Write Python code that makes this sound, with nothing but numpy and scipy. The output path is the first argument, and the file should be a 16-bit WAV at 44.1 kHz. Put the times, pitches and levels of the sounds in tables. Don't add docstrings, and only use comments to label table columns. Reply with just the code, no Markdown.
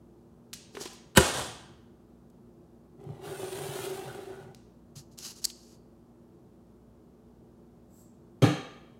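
import sys
import numpy as np
from scipy import signal
from scipy.fft import rfft, irfft, next_fast_len
from scipy.io import wavfile

SR = 44100
rng = np.random.default_rng(int(sys.argv[2]) if len(sys.argv) > 2 else 0)


def unload_audio(sound):
    columns = np.transpose(np.atleast_2d(sound))
    steps = np.round(np.clip(columns, -1, 1) * 32767)
    wavfile.write(sys.argv[1], SR, steps.astype(np.int16))


N = 396459
TIME = np.arange(N) / SR

# (time [s], level [dB], softness [ms])
LANDING = [(1.1515, -29, 0.023), (1.1703, -10, 0.02), (1.1726, 1, 0.014), (1.1757, 8, 0.1),
           (1.1795, -4, 0.022), (1.1813, 0.5, 0.14), (1.1858, -11, 0.09)]
# (frequency [Hz], level [dB])
SCRAPE_COLOUR = [(400, -20), (1100, -9), (2200, -15), (3000, -6.5), (3400, -11), (4400, -1), (6700, -0.5),
                 (9400, -11), (10800, -8), (13000, -15.5), (16000, -23.5)]


def thunk():
    # (frequency [Hz], level [dB], t60 [s])
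    table_modes = [(81, -20.5, 0.2), (128.5, -11.5, 0.069), (194, -16.5, 0.04), (329.5, -28.5, .08),
                   (397, -20.5, 0.11), (517, -25, 0.09), (663, -23, 0.054), (798, -18.5, .04),
                   (970, -20.5, 0.092), (1396, -24, 0.12), (1526, -16, 0.038), (1787, -16.5, 0.042),
                   (2240, -25, 0.025), (2680, -20, 0.02), (2970, -12, .04), (3800, -23, 0.036),
                   (7560, -19, .02)]
    # (frequency [Hz], level [dB], t60 [s])
    rim_modes = [(1600, -8, .008), (3100, 0, .008), (4100, -4.5, .007), (7800, -2.5, .008)]
    # (time [s], length [s], level [dB])
    grazes = [(1.157, .014, -26)]
    # (time [s], length [s], level [dB])
    teeters = [(1.22, .14, -43.5)]

    knock = blows(LANDING, ring(table_modes))
    rim = unit(through(grains(rate=8300, spread_db=1.5), ring(rim_modes)))
    graze = rim * strokes(grazes, attack_s=0.008, release_t60=0.01)
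    tremble = unit(through(grains(rate=400, spread_db=4.0), ring(table_modes[:3])))
    teeter = tremble * strokes(teeters, attack_s=0.04, release_t60=1.34)
    return low_cut(knock + graze + teeter, hz=73)


def crack(crack_db=-9):
    # (frequency [Hz], level [dB])
    crack_colour = [(60, -17.5), (300, -2), (1200, 0), (2500, -4), (5000, -9), (8500, -1.5), (12000, -4.5),
                    (16000, -15)]
    brief = burst(crack_colour, t60=0.04)
    return amp(crack_db) * low_cut(blows(LANDING, brief), hz=80)


def bubble(hz, t60, rise):
    age = TIME[:int(t60 * SR)]
    cycles = hz * age * (1 + rise * age / t60 / 2)
    return np.sin(2 * np.pi * cycles) * fade(t60)[:len(age)]


def water(cycles=22, spread_db=6.5, swarm_db=-10.5, spray_db=-3):
    # (frequency [Hz], level [dB])
    splash = [(100, -11), (350, 3), (800, 0.5), (1500, -6), (2300, -15), (3200, -5), (5000, -10.5),
              (9000, -9), (12000, -18.5), (16000, -31.5)]
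    # (time [s], level [dB], starting pitch [Hz], t60 [s])
    air_pockets = [(.749, -37.5, 413.7, 0.0535), (.772, -33.5, 397.6, 0.13), (.811, -30.5, 372, 0.048),
                   (.857, -33, 365, 0.05), (.859, -40.5, 997, 0.054), (1.203, -20, 363, .15)]
    # (time [s], length [s], level [dB])
    sloshes = [(.74, 0.1, -51.5), (.8, 0.014, -46.5), (1.168, 0.0062, -23.5), (1.2, 0.068, -29),
               (1.325, 0.075, -33)]

    swarm, glugs = np.zeros(N), np.zeros(N)
    for when, pitch, size in rng.random((1500, 3)):
        hz = 300 * 20 ** pitch
        level = amp(spread_db * min(-np.log(size), 3)) * np.sqrt(hz)
        add(swarm, when * 2, level * bubble(hz, cycles / hz, rise=0.18))
    swarm = colour(np.diff(swarm, prepend=0), splash[:5] + [(6000, -21)])
    swarm = swarm * np.sqrt(2 / TIME[-1])
    spray = colour(grains(rate=5000, spread_db=3.0), splash)
    for s, db, hz, t60 in air_pockets:
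        add(glugs, s, amp(db) * bubble(hz, t60, rise=0.06))
    motion = strokes(sloshes, attack_s=0.012, release_t60=0.42)
    return motion * (amp(swarm_db) * swarm + amp(spray_db) * spray) + glugs


def grip(skirt_db=-9):
    # (time [s], level [dB], pitch [Hz], t60 [s])
    crinkles = [(.531, -33, 4050, 0.014), (.5345, -34, 6200, 0.048), (.751, -45.5, 3000, 0.07),
                (.7695, -34.5, 1300, 0.028), (.816, -39.5, 4973, 0.045), (.835, -43, 4200, .04),
                (.855, -39, 3594, 0.064), (.875, -41.5, 3800, 0.017), (.932, -53.5, 8980, .05),
                (4.547, -47, 4930, 0.023)]
    # (time [s], length [s], level [dB])
    crackles = [(.72, .07, -64), (.79, .16, -60), (.795, .03, -42)]
    crackle = colour(grains(rate=5100, spread_db=2.5), SCRAPE_COLOUR)
    return snaps(crinkles, skirt_db) + strokes(crackles, attack_s=0.018, release_t60=0.074) * crackle


def slide(brighten=1.1, groan_db=-40, groan_law=0.46, tremble_db=-55, tremble_law=0.087):
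    # (time [s], level [dB])
    push_levels = [(2.98, -106), (3.004, -72.5), (3.204, -66), (3.252, -51), (3.514, -50), (3.518, -48.5),
                   (3.842, -46), (4.422, -64), (4.53, -77)]
    # (frequency [Hz], level [dB], t60 [s])
    slide_modes = [(380.36, -4, 0.24), (403.8, -4, 0.14), (461, -12.5, 0.044), (559, -4, 0.031),
                   (704, -1.5, 0.02), (775.4, -14.5, 0.1), (1140, -22, 0.04), (1930, -17, 0.02),
                   (3350, -40.5, 0.022)]
    # (frequency [Hz], level [dB], t60 [s])
    judder_modes = [(140.8, -2, 0.2), (119, -9.5, 0.098)]
    # (frequency [Hz], level [dB])
    grit_colour = [(200, -26), (550, 3), (900, -1.5), (1400, 1.5), (2200, -5), (3100, -1), (4100, -5),
                   (4900, -10), (7300, -10), (9500, -9), (11000, -13), (15500, -18.5)]
    # (time [s], length [s], level [dB])
    judders = [(3.06, .07, -49), (3.255, 0.047, -47), (3.385, 0.035, -46), (3.53, 0.105, -51),
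               (3.79, .035, -47.5), (4.05, 0.026, -44), (4.4, 0.18, -56.5)]
    # (time [s], length [s], level [dB])
    squeaks = [(3.25, 0.13, -56), (4.07, 0.05, -51), (4.27, 0.153, -61)]
    # (time [s], length [s], level [dB])
    sizzles = [(3.28, 0.36, -55)]
    # (time [s], level [dB])
    catches = [(3.091, -43), (3.432, -35.5), (3.588, -38), (3.79, -32.5), (3.99, -40.5), (4.15, -38.5),
               (4.19, -39), (4.3, -43)]
    # (time [s], level [dB])
    bumps = [(3.062, -37), (3.097, -37), (3.685, -33), (4.962, -38.5)]

    push = swell(push_levels)
    effort = push / push.max()
    judder = unit(through(grains(rate=350, spread_db=0.0), ring(judder_modes)))
    body = unit(low_cut(through(grains(rate=700, spread_db=-0.5), ring(slide_modes)), hz=341))
    squeak = unit(through(grains(rate=590, spread_db=4.5), ring([(1480, 0, 0.031)])))
    grit = edge_echoes(colour(grains(rate=5000, spread_db=4.0), grit_colour))
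    sizzle = unit(through(grains(rate=8900, spread_db=8.0), ring([(9100, 0, 0.0049)])))

    hiss = push * (grit + brighten * effort * np.diff(grit, prepend=0))
    groan = body * amp(groan_db) * effort ** groan_law
    tremble = amp(tremble_db) * effort ** tremble_law
    shake = judder * (tremble + strokes(judders, attack_s=0.012, release_t60=0.11))
    singing = squeak * strokes(squeaks, attack_s=0.0138, release_t60=0.31)
    singing += sizzle * strokes(sizzles, attack_s=0.115, release_t60=0.4)
    contacts = knocks(catches, slide_modes) + knocks(bumps, judder_modes)
    return low_cut(hiss + groan + shake + singing + contacts, hz=85)


def edge_echoes(x):
    # (lag at the start of the push [ms], drift [ms/s], share [ratio])
    edge_paths = [(.9, .5, .35), (1.7, 1.1, -.5), (3.9, -1.3, .55), (5.2, .9, -.45)]
    push_start_s = 3
    out = x
    for lag_ms, drift, share in edge_paths:
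        lag = (lag_ms + drift * (TIME - push_start_s)) / 1000
        out = out + share * np.interp(TIME - lag, TIME, x)
    return unit(out)


def pick_up():
    # (time [s], length [s], level [dB])
    brushes = [(4.953, 0.039, -50), (5.11, .018, -65), (5.173, .06, -49), (5.225, 0.088, -45.5),
               (5.242, 0.019, -41), (5.352, 0.04, -54.5), (5.415, 0.093, -52.5), (5.54, 0.21, -64)]
    # (time [s], length [s], level [dB])
    skids = [(5.4405, .0135, -21.5), (5.476, .004, -49), (5.498, .006, -39)]
    # (frequency [Hz], level [dB])
    skid_colour = [(400, -22), (1300, -33.5), (1800, -19.5), (3300, -27.5), (4400, 1.5), (5500, -5.5),
                   (7400, -3), (9400, -13), (12000, -12.5), (16000, -23)]
    # (time [s], level [dB], pitch [Hz], t60 [s])
    ticks = [(2.3, -65, 8000, 0.029), (3.04, -61, 9000, 0.018), (5.188, -30.5, 6800, 0.0049),
             (5.4425, -21, 6500, 0.00365), (5.4525, -19, 5460, 0.0033), (5.5005, -39.5, 4000, 0.03)]

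    brush = colour(grains(rate=16000, spread_db=4.0), SCRAPE_COLOUR)
    brush = brush * strokes(brushes, attack_s=0.008, release_t60=0.12)
    skid = colour(grains(rate=32000, spread_db=4.0), skid_colour)
    skid = skid * strokes(skids, attack_s=0.01236, release_t60=0.011)
    return brush + skid + low_cut(snaps(ticks, skirt_db=-11), hz=2540)


def throw(rattle_db=-21, rattle_t60=0.38):
    # (time [s], level [dB], softness [ms])
    dart = [(8.4195, -21, .02), (8.4222, -.5, 0.026), (8.4294, 3.5, 0.27), (8.436, 4.5, 0.64)]
    # (frequency [Hz], level [dB], t60 [s])
    board_modes = [(104.2, -31, 0.16), (121, -29, 0.15), (140.4, -22, 0.09), (172.5, -19.5, 0.3),
                   (197, -21, 0.17), (294, -30, 0.29), (304, -22, 0.3), (387, -37, 0.15), (488, -26, 0.16),
                   (511, -38, 0.097)]
    # (frequency [Hz], level [dB])
    rattle_colour = [(50, -1), (140, 9.5), (500, 6), (1000, -8), (3000, -8.5), (4400, -13.5), (5200, -15),
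                     (8000, -13.5), (12000, -13.5), (16000, -29)]
    # (centre [Hz], width [Hz], gain [dB])
    board_peaks = [(798, 180, 7.5), (1230, 330, 12), (1706, 210, 9.5), (2300, 200, 8.5), (2740, 350, 3.5),
                   (3196, 215, 11), (3800, 270, 10), (4220, 330, 9.5), (6320, 570, 8)]
    # (time [s], length [s], level [dB])
    swishes = [(7.88, 0.137, -63)]
    # (frequency [Hz], level [dB])
    sleeve_colour = [(2000, -38), (4500, -12.5), (6800, -5.5), (7700, 7), (9000, -12), (13000, -3),
                     (16000, -8.5)]

    hz = np.geomspace(30, SR / 2, 400)
    shape_db = at_hz(rattle_colour, hz)
    for centre, width, db in board_peaks:
        shape_db = shape_db + db * np.exp(-(2 * (hz - centre) / width) ** 2)
    rattle = burst(np.column_stack([hz, shape_db]), rattle_t60)
    sleeve = colour(rng.standard_normal(N), sleeve_colour)
    sleeve = sleeve * strokes(swishes, attack_s=0.12, release_t60=0.2)
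    board = blows(dart, ring(board_modes) + amp(rattle_db) * rattle)
    return sleeve + low_cut(board, hz=107)


def motor(air_db=-57, waver_db=1.0):
    # (frequency [Hz], level [dB])
    air = [(15, -70.5), (25, -41), (35, -18.5), (48, -13), (144, -6.5), (240, -6), (274, -14.5),
           (349, -2.5), (389, -13.5), (433, -7), (482, -20.5), (523, -15), (1250, -28.5), (2060, -41.5),
           (6920, -45), (15500, -49)]
    # (frequency [Hz], rms level before wavering [dB])
    hum = [(59.2, -68), (118.4, -69), (177.6, -71.5), (236.9, -62), (355.3, -72.5)]
    out = amp(air_db) * colour(rng.standard_normal(N), air)
    for hz, db in hum:
        level = np.sqrt(2) * amp(db + waver_db * walk(rate=3.7))
        out = out + level * np.sin(2 * np.pi * (hz * TIME + rng.random()))
    return out


def garage():
    # (frequency [Hz], t60 [s])
    garage_t60 = [(100, 0.4), (300, 0.66), (1000, 0.83), (3000, 0.7554), (6000, 0.6046), (10000, 0.42),
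                  (14000, 0.01)]
    # (frequency [Hz], level [dB])
    garage_colour = [(60, -10), (200, -3.5), (600, -3), (2000, 2.5), (8000, 5.5), (16000, 1)]
    hz = np.fft.rfftfreq(SR, 1 / SR)
    band = np.round(2 * np.log2(np.maximum(hz, 50)))
    noise = rfft(colour(rng.standard_normal(SR), garage_colour))
    tail = np.zeros(SR)
    for b in np.unique(band):
        tail += irfft(noise * (band == b), SR) * fade(at_hz(garage_t60, 2 ** (b / 2)))
    build_up = 1 - np.exp(-(TIME[:SR] / 0.008) ** 2)
    return unit(tail * build_up) / np.sqrt(SR)


def blows(contacts, response):
    force = np.zeros(N)
    for s, db, soft_ms in contacts:
        age = (TIME[:SR // 100] + 1 / SR) * 1000 / soft_ms
        pulse = age * np.exp(-age)
        add(force, s, amp(db) * pulse / pulse.sum())
    return through(force, response)


def knocks(rows, modes):
    out, response = np.zeros(N), ring(modes)
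    for s, db in rows:
        add(out, s, amp(db) * response)
    return out


def snaps(rows, skirt_db):
    out = np.zeros(N)
    for s, db, hz, t60 in rows:
        hump = [(hz / 10, 2 * skirt_db), (hz / 2, skirt_db / 2), (hz, 0), (hz * 2, skirt_db), (hz * 10, 4 * skirt_db)]
        add(out, s, amp(db) * burst(hump, t60))
    return out


def burst(points, t60):
    phase = np.angle(rfft(rng.standard_normal(SR) * fade(t60)))
    level = amp(at_hz(points, np.fft.rfftfreq(SR, 1 / SR)))
    sound = irfft(np.exp(1j * phase) * level, SR) * fade(4 * t60)
    return unit(sound) * np.sqrt(np.mean(fade(t60) ** 2))


def ring(modes):
    return sum(amp(db) * np.sin(2 * np.pi * hz * TIME[:SR]) * fade(t60) for hz, db, t60 in modes)


def grains(rate, spread_db):
    hits = rng.random(N) < rate / SR
    signs = rng.choice([-1, 1], N)
    return hits * signs * amp(spread_db * rng.exponential(size=N).clip(0, 4))


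def strokes(rows, attack_s, release_t60):
    power = np.zeros(N)
    for s, length, db in rows:
        rise = np.clip((TIME - s) / attack_s, 0, 1)
        fall = np.exp(-np.log(1000) * np.maximum(TIME - s - length, 0) / release_t60)
        power += (amp(db) * rise * fall) ** 2
    return np.sqrt(power)


def swell(rows):
    s, db = np.transpose(rows)
    return amp(np.interp(TIME, s, db)) * (TIME >= s[0]) * (TIME <= s[-1])


def walk(rate):
    return np.interp(TIME * rate, np.arange(2000), rng.standard_normal(2000))


def fade(t60):
    return np.exp(-np.log(1000) * TIME[:SR] / t60)


def colour(x, points):
    size = next_fast_len(len(x))
    gain = amp(at_hz(points, np.fft.rfftfreq(size, 1 / SR)))
    return unit(irfft(rfft(x, size) * gain, size)[:len(x)])


def at_hz(points, hz):
    f, value = np.transpose(points)
    return np.interp(np.log(hz + 1), np.log(f), value)


def low_cut(x, hz):
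    return signal.sosfilt(signal.butter(5, hz, "high", fs=SR, output="sos"), x)


def through(x, response):
    return signal.fftconvolve(x, response)[:N]


def add(track, s, sound):
    start = int(s * SR)
    track[start:start + len(sound)] += sound[:N - start]


def amp(db):
    return 10 ** (np.asarray(db) / 20)


def unit(x):
    return x / np.sqrt(np.mean(x ** 2))


def scene():
    sources = [(thunk(), amp(-15.5)), (crack(), amp(-10.0)), (water(), amp(-6.5)), (grip(), amp(-8.5)),
               (slide(), amp(-11.5)), (pick_up(), amp(-23)), (throw(), amp(-6))]
    direct = sum(sound for sound, share in sources)
    echo = through(sum(sound * share for sound, share in sources), garage())
    return (direct + echo + motor())[None]


def record(dry):
    top_hz = 15800
    rounded = low_cut(np.tanh(dry), hz=42.7)
    return signal.sosfilt(signal.ellip(10, 0.2, 70, top_hz, fs=SR, output="sos"), rounded)


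dry = scene()
out = record(dry)
unload_audio(out)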